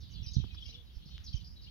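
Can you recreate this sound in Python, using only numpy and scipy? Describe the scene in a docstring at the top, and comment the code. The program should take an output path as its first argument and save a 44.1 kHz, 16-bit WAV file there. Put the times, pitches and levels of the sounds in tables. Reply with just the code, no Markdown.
"""Small birds among buildings

Small birds chirp some way off: quick slurred whistles, scattered by walls and roofs. A dry clack and
a fainter second one ring briefly, probably a stork's bill. Light wind rumbles and bumps on the right
microphone and fingers tap the housing, over a low distant drone, faint hiss and one brief far tone."""
import sys
import numpy as np
from scipy import signal
from scipy.fft import rfft, irfft
from scipy.io import wavfile

SR = 44100
rng = np.random.default_rng(int(sys.argv[2]) if len(sys.argv) > 2 else 0)


def generate_wav(sig):
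    """Save sig (samples, or channels by samples) to the path in sys.argv[1] as 16-bit PCM at SR."""
    pcm = np.round(np.clip(np.atleast_2d(sig).T, -1, 1) * 32767).astype(np.int16)
    wavfile.write(sys.argv[1], SR, pcm)


N = 74970
T = np.arange(N) / SR

# Distant drone. Each row: frequency in Hz, relative density in dB.
DRONE_SPECTRUM = [(15, -30), (40, -9.5), (63, -0.5), (90, -11), (160, -20), (280, -27.5), (500, -38.5),
                  (1000, -43.5), (2500, -51)]
# Hiss. Each row: frequency in Hz, relative density in dB.
HISS_SPECTRUM = [(300, -5.5), (1500, 1), (2300, 2), (5500, 0.5), (7500, -10.5), (11000, -9), (15500, -14.5)]
# Wind rumble. Each row: frequency in Hz, relative density in dB.
WIND_SPECTRUM = [(15, -37), (35, -12), (68, 1), (95, -9), (180, -15.5), (280, -32), (450, -49), (1000, -76)]
# Rumble envelope. Each row: time in seconds, level in dB.
WIND_LEVELS = [(0, -48), (.13, -42), (.28, -37.5), (.33, -44), (.43, -39.5), (.58, -45), (.75, -45),
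               (.9, -58.5), (1.12, -45), (1.22, -49.5), (1.39, -43.5), (1.55, -51.5), (1.7, -46)]
# Wind bumps. Each row: centre in seconds, peak on the right in dB, ring in Hz.
WIND_BUMPS = [(0.22, -30.5, 62), (.272, -31, 70), (.369, -13.6, 106), (.385, -16.5, 95), (.401, -20, 106),
              (.971, -30.5, 52.7), (1.062, -39, 144), (1.345, -20, 79.6), (1.36, -26.5, 55)]
# Finger taps. Each row: start in seconds, peak in dB, frequency in Hz, T60 in seconds.
FINGER_TAPS = [(0.4402, -42, 360, 0.029), (.441, -50, 826, 0.0091), (.544, -52.5, 1360, 0.043),
               (.688, -55, 600, 0.027), (1.092, -61, 1150, 0.027)]
# Bill clacks. Each row: start in seconds, level in dB.
BILL_CLACKS = [(1.1803, -38.5), (1.203, -50)]
# Bill resonances. Each row: frequency in Hz, relative level in dB, T60 in seconds.
BILL_MODES = [(1600, -3, .004), (2300, 1.5, .003), (3010, 0, .007), (3630, 5.5, .003), (5500, 1, .002)]
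# Far flock envelope. Each row: time in seconds, level in dB.
FLOCK_LEVELS = [(0, -62), (.4, -64), (.72, -61.5), (.86, -72), (1.08, -64.5), (1.21, -69), (1.36, -64),
                (1.53, -74.5), (1.7, -68)]
# Lower-pitched chirps sound louder on the left; high ones sound nearly centred.
# Each row: pitch in Hz, left minus right in dB.
PAN_BY_PITCH = [(3000, 5.5), (4000, 2.5), (5500, .5)]
# Nearer birds. Each row: start and length in seconds, start, middle and end pitch in Hz,
# level in dB, rasp from 0 to 1.
BIRD_CHIRPS = [ (0.000, 0.06, 5600, 4900, 3620, -60, 1), (0.104, 0.031, 5900, 6100, 5160, -64, .8),
               (0.126, 0.061, 4800, 4380, 3680, -57, .5), (0.145, .07, 3610, 3400, 3400, -57, .3),
               (0.215, 0.05, 3000, 2700, 2300, -61, .2), (0.226, .036, 5100, 5600, 5650, -55, .3),
               (0.261, .016, 4600, 5250, 5300, -46.5, .55), (0.263, 0.033, 3910, 3890, 4050, -55, .2),
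               (0.278, .017, 4300, 5050, 5000, -47.5, .5), (0.303, 0.022, 5300, 6050, 5600, -57, .5),
               (0.316, 0.016, 4900, 3900, 3900, -56, .5), (0.331, .036, 6400, 6050, 5450, -49.5, .2),
               (0.333, 0.021, 4450, 4900, 4700, -49, .7), (0.35, 0.032, 4450, 3850, 3300, -50, .45),
               (0.386, 0.04, 3500, 3300, 2900, -53.5, .5), (0.433, .065, 3600, 3300, 3010, -61, .6),
               (0.502, .022, 3100, 3460, 4130, -57, .7), (0.505, 0.035, 2500, 2480, 2440, -62, .1),
               (0.543, 0.016, 4000, 4950, 4700, -57, .7), (0.571, 0.024, 3500, 3400, 3150, -48.5, .3),
               (0.621, 0.016, 3250, 3250, 3330, -48, .1), (0.644, 0.034, 4900, 5200, 5500, -55, .65),
               (0.65, .06, 2750, 2850, 3150, -59, .5), (0.680, 0.009, 4400, 4900, 5400, -50, 1),
               (0.688, 0.03, 3850, 3950, 4300, -53, .15), (0.69, 0.026, 5900, 5200, 4900, -56, 1),
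               (0.725, 0.014, 2765, 3000, 3250, -56, .3), (0.742, 0.02, 3700, 3480, 3380, -49.5, .2),
               (0.854, 0.068, 4150, 3800, 2940, -65, .2), (0.944, 0.045, 5110, 5030, 4620, -64, .9),
               (1.01, 0.04, 3700, 3350, 3320, -64, .6), (1.054, 0.046, 5310, 4530, 4140, -58, .8),
               (1.095, 0.095, 3900, 3655, 3350, -58, .85), (1.236, 0.036, 5800, 5600, 4900, -55, .9),
               (1.262, 0.028, 5200, 4650, 3950, -47.5, .55), (1.283, .022, 4100, 4500, 4100, -50.5, .6),
               (1.327, 0.018, 4500, 5100, 5500, -53, .75), (1.329, 0.024, 3450, 3100, 3150, -51, .3),
               (1.348, 0.04, 6100, 5650, 5200, -54.5, .55), (1.402, 0.025, 4200, 3950, 4200, -58, .9),
               (1.435, 0.058, 5000, 4900, 4950, -56.5, .5), (1.497, 0.048, 4700, 5100, 5250, -62, .3),
               (1.556, 0.055, 4100, 3950, 3650, -59, .3), (1.613, .028, 5400, 4600, 4100, -59, .4),
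               (1.628, .045, 5400, 4400, 4000, -57, .7), (1.664, .034, 2750, 3050, 3450, -56, .4), ]


def undb(db):
    """Decibels to gain."""
    return 10 ** (np.asarray(db) / 20)


def unit(x):
    """Scale to rms 1."""
    return x / np.sqrt(np.mean(x ** 2))


def pan(db):
    """Stereo gains for left minus right in dB."""
    return undb(np.array([[db], [-db]]) / 2)


def lookup(x, table):
    """Interpolate a two-column table."""
    return np.interp(x, *np.array(table).T)


def bandpass(x, band_hz):
    """Butterworth band-pass."""
    return signal.sosfilt(signal.butter(2, band_hz, "band", fs=SR, output="sos"), x)


def add(out, start_s, x):
    """Mix x in from start_s."""
    i = max(int(start_s * SR), 0)
    n = max(min(x.shape[-1], N - i), 0)
    out[..., i:i + n] += x[..., :n]


def walk(rate_hz):
    """Smooth random wander."""
    return 1.56 * np.interp(T * rate_hz, np.arange(4096), rng.standard_normal(4096))


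def noise(spectrum):
    """Coloured noise, rms 1."""
    hz, db = np.array(spectrum).T
    bins_hz = np.maximum(np.fft.rfftfreq(N, 1 / SR), 1)
    gain = undb(np.interp(np.log(bins_hz), np.log(hz), db))
    return unit(irfft(rfft(rng.standard_normal(N)) * gain, N))


def drone(level_db=-55):
    """Low distant noise, partly common to both sides."""
    sides = np.array([noise(DRONE_SPECTRUM), noise(DRONE_SPECTRUM)])
    return unit(sides + .66 * noise(DRONE_SPECTRUM)) * undb(level_db)


def hiss(level_db=-73):
    """Open-air and microphone hiss, independent on each side."""
    return np.array([noise(HISS_SPECTRUM), noise(HISS_SPECTRUM)]) * undb(level_db)


def far_tone(start_s=.69, length_s=.16, pitch_hz=468, level_db=-70):
    """One faint, wavering tone swells and fades."""
    swell = np.sin(np.pi * np.clip((T - start_s) / length_s, 0, 1))
    hz = pitch_hz * (1 + .025 * walk(60))
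    return swell * np.sin(2 * np.pi * np.cumsum(hz) / SR) * undb(level_db)


def wind(rise_cycles=.23, fall_cycles=.65, left_db=-36.5):
    """Eddies rumble on the right port; strong ones suck at it and swing back in a thump."""
    out = noise(WIND_SPECTRUM) * undb(lookup(T, WIND_LEVELS) + 1.22 * walk(25.11))
    for centre_s, db, hz in WIND_BUMPS:
        cycles = (T - centre_s) * hz
        swell = np.exp(-(cycles / np.where(cycles < 0, rise_cycles, fall_cycles)) ** 2)
        out -= undb(db) * swell * np.cos(2 * np.pi * cycles)
    return out * np.array([[undb(left_db)], [1]])


def finger_taps():
    """Small dull contacts of fingers on the housing."""
    out = np.zeros((2, N))
    for start_s, db, hz, t60_s in FINGER_TAPS:
        burst = rng.standard_normal((2, N)) * (undb(-60 * T / t60_s) + 1e-12)
        tap = bandpass(burst, (hz / 1.7, hz * 1.18))
        add(out, start_s, tap / np.abs(tap).max() * undb(db))
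    return out


def bill_clacks(tail_peak_s=.035):
    """Hard, dry knocks ring briefly; the surroundings return a soft, dull wash."""
    out = np.zeros((2, N))
    modes = sum(undb(db - 60 * T / t60_s) * np.sin(2 * np.pi * hz * T) for hz, db, t60_s in BILL_MODES)
    ring = bandpass(modes + 1e-18, band_hz=(1500, 7000))
    wash = unit(bandpass(rng.standard_normal((2, N)), band_hz=(1250, 3200)))
    swell = T / tail_peak_s * np.exp(-(T / tail_peak_s) ** 2 / 2)
    clack = ring / np.abs(ring).max() + undb(-27) * wash * swell
    for start_s, db in BILL_CLACKS:
        add(out, start_s, clack * undb(db) * pan(db=3))
    return out


def echoes(x, t60_s=.24, onset_s=.003, grain=.6, cutoff_hz=6000):
    """Uneven, duller reflections off walls and roofs, different on each side."""
    tail = rng.standard_normal((2, N)) * np.exp(grain * np.array([walk(299.5), walk(298)]))
    tail *= undb(-60 * T / t60_s) * (1 - np.exp(-(T / onset_s) ** 2))
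    tail /= np.sqrt(np.sum(tail ** 2, axis=1, keepdims=True))
    tail = signal.sosfilt(signal.butter(2, cutoff_hz, fs=SR, output="sos"), tail)
    return signal.fftconvolve(x, tail, axes=1)[:, :N]


def chirp(length_s, start_hz, mid_hz, end_hz, rasp, jitter_hz=400, buzz_hz=570, swing_hz=750):
    """Slurred, wavering whistle; rasp adds a fast buzz, more pitch shake and a weak octave."""
    t = T[:max(int(length_s * SR), 64)]
    u = t / t[-1]
    shake, flutter = (np.interp(t * jitter_hz, np.arange(256), r) for r in rng.standard_normal((2, 256)))
    slur_hz = start_hz * (1 - u) * (1 - 2 * u) + mid_hz * 4 * u * (1 - u) + end_hz * u * (2 * u - 1)
    buzz_rate_hz = buzz_hz * (1 + .12 * rng.standard_normal())
    buzz = np.sin(2 * np.pi * (buzz_rate_hz * t + rng.random()))
    hz = slur_hz * (1 + (.028 + .02 * rasp) * shake) + rasp * swing_hz * buzz
    phase = 2 * np.pi * np.cumsum(hz) / SR
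    ramp = np.clip(np.minimum(u, 1 - u) / .3, 0, 1)  # 30% fade at each end
    envelope = np.sin(np.pi / 2 * ramp) * undb(3 * flutter)
    return envelope * (np.sin(phase) + rasp * undb(-19.5) * np.sin(2 * phase))


def far_flock(notes_per_s=70, centre_hz=4084, spread_oct=.5, note_s=.04, fall_oct=.1935):
    """Farther birds: random falling notes, blurred by echoes."""
    direct = np.zeros((2, N))
    count = int(notes_per_s * N / SR)
    half_fall = 2 ** (fall_oct / 2)
    for k, (lead, pitch, side) in enumerate(rng.random((count, 3))):
        hz = centre_hz * 2 ** (spread_oct * (2 * pitch - 1))
        note = chirp(note_s, hz * half_fall, hz, hz / half_fall, rasp=.45)
        add(direct, (k - lead) / notes_per_s, note * pan(db=10 * (side - .5)))
    blurred = unit(echoes(direct) + undb(-5) * direct)
    return blurred * undb(lookup(T, FLOCK_LEVELS)) * pan(db=1.5)


def near_birds(lag_s_per_db=27e-6, echo_gain_db=-2):
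    """Chirps reach the left port first, then return off the buildings."""
    direct = np.zeros((2, N))
    for start_s, length_s, start_hz, mid_hz, end_hz, db, rasp in BIRD_CHIRPS:
        side_db = lookup(mid_hz, PAN_BY_PITCH)
        left, right = chirp(length_s, start_hz, mid_hz, end_hz, rasp) * undb(db) * pan(side_db)
        add(direct[0], start_s, left)
        add(direct[1], start_s + lag_s_per_db * side_db, right)
    return direct + undb(echo_gain_db) * echoes(direct)


def scene():
    """All sources, stereo."""
    return (near_birds() + far_flock() + bill_clacks() + finger_taps() + wind()
            + drone() + far_tone() + hiss())


def record(dry, cutoff_hz=15700):
    """Microphone: deep dip near 8 kHz, steep top cut."""
    response_hz_db = [(5700, .5), (7000, -3.5), (7700, -15.5), (9000, -12), (10500, -.5)]
    gain = undb(lookup(np.fft.rfftfreq(2 * N, 1 / SR), response_hz_db))
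    coloured = irfft(rfft(dry, 2 * N) * gain)[:, :N]
    return signal.sosfilt(signal.ellip(8, .2, 70, cutoff_hz, fs=SR, output="sos"), coloured)


dry = scene()
out = record(dry)
generate_wav(out)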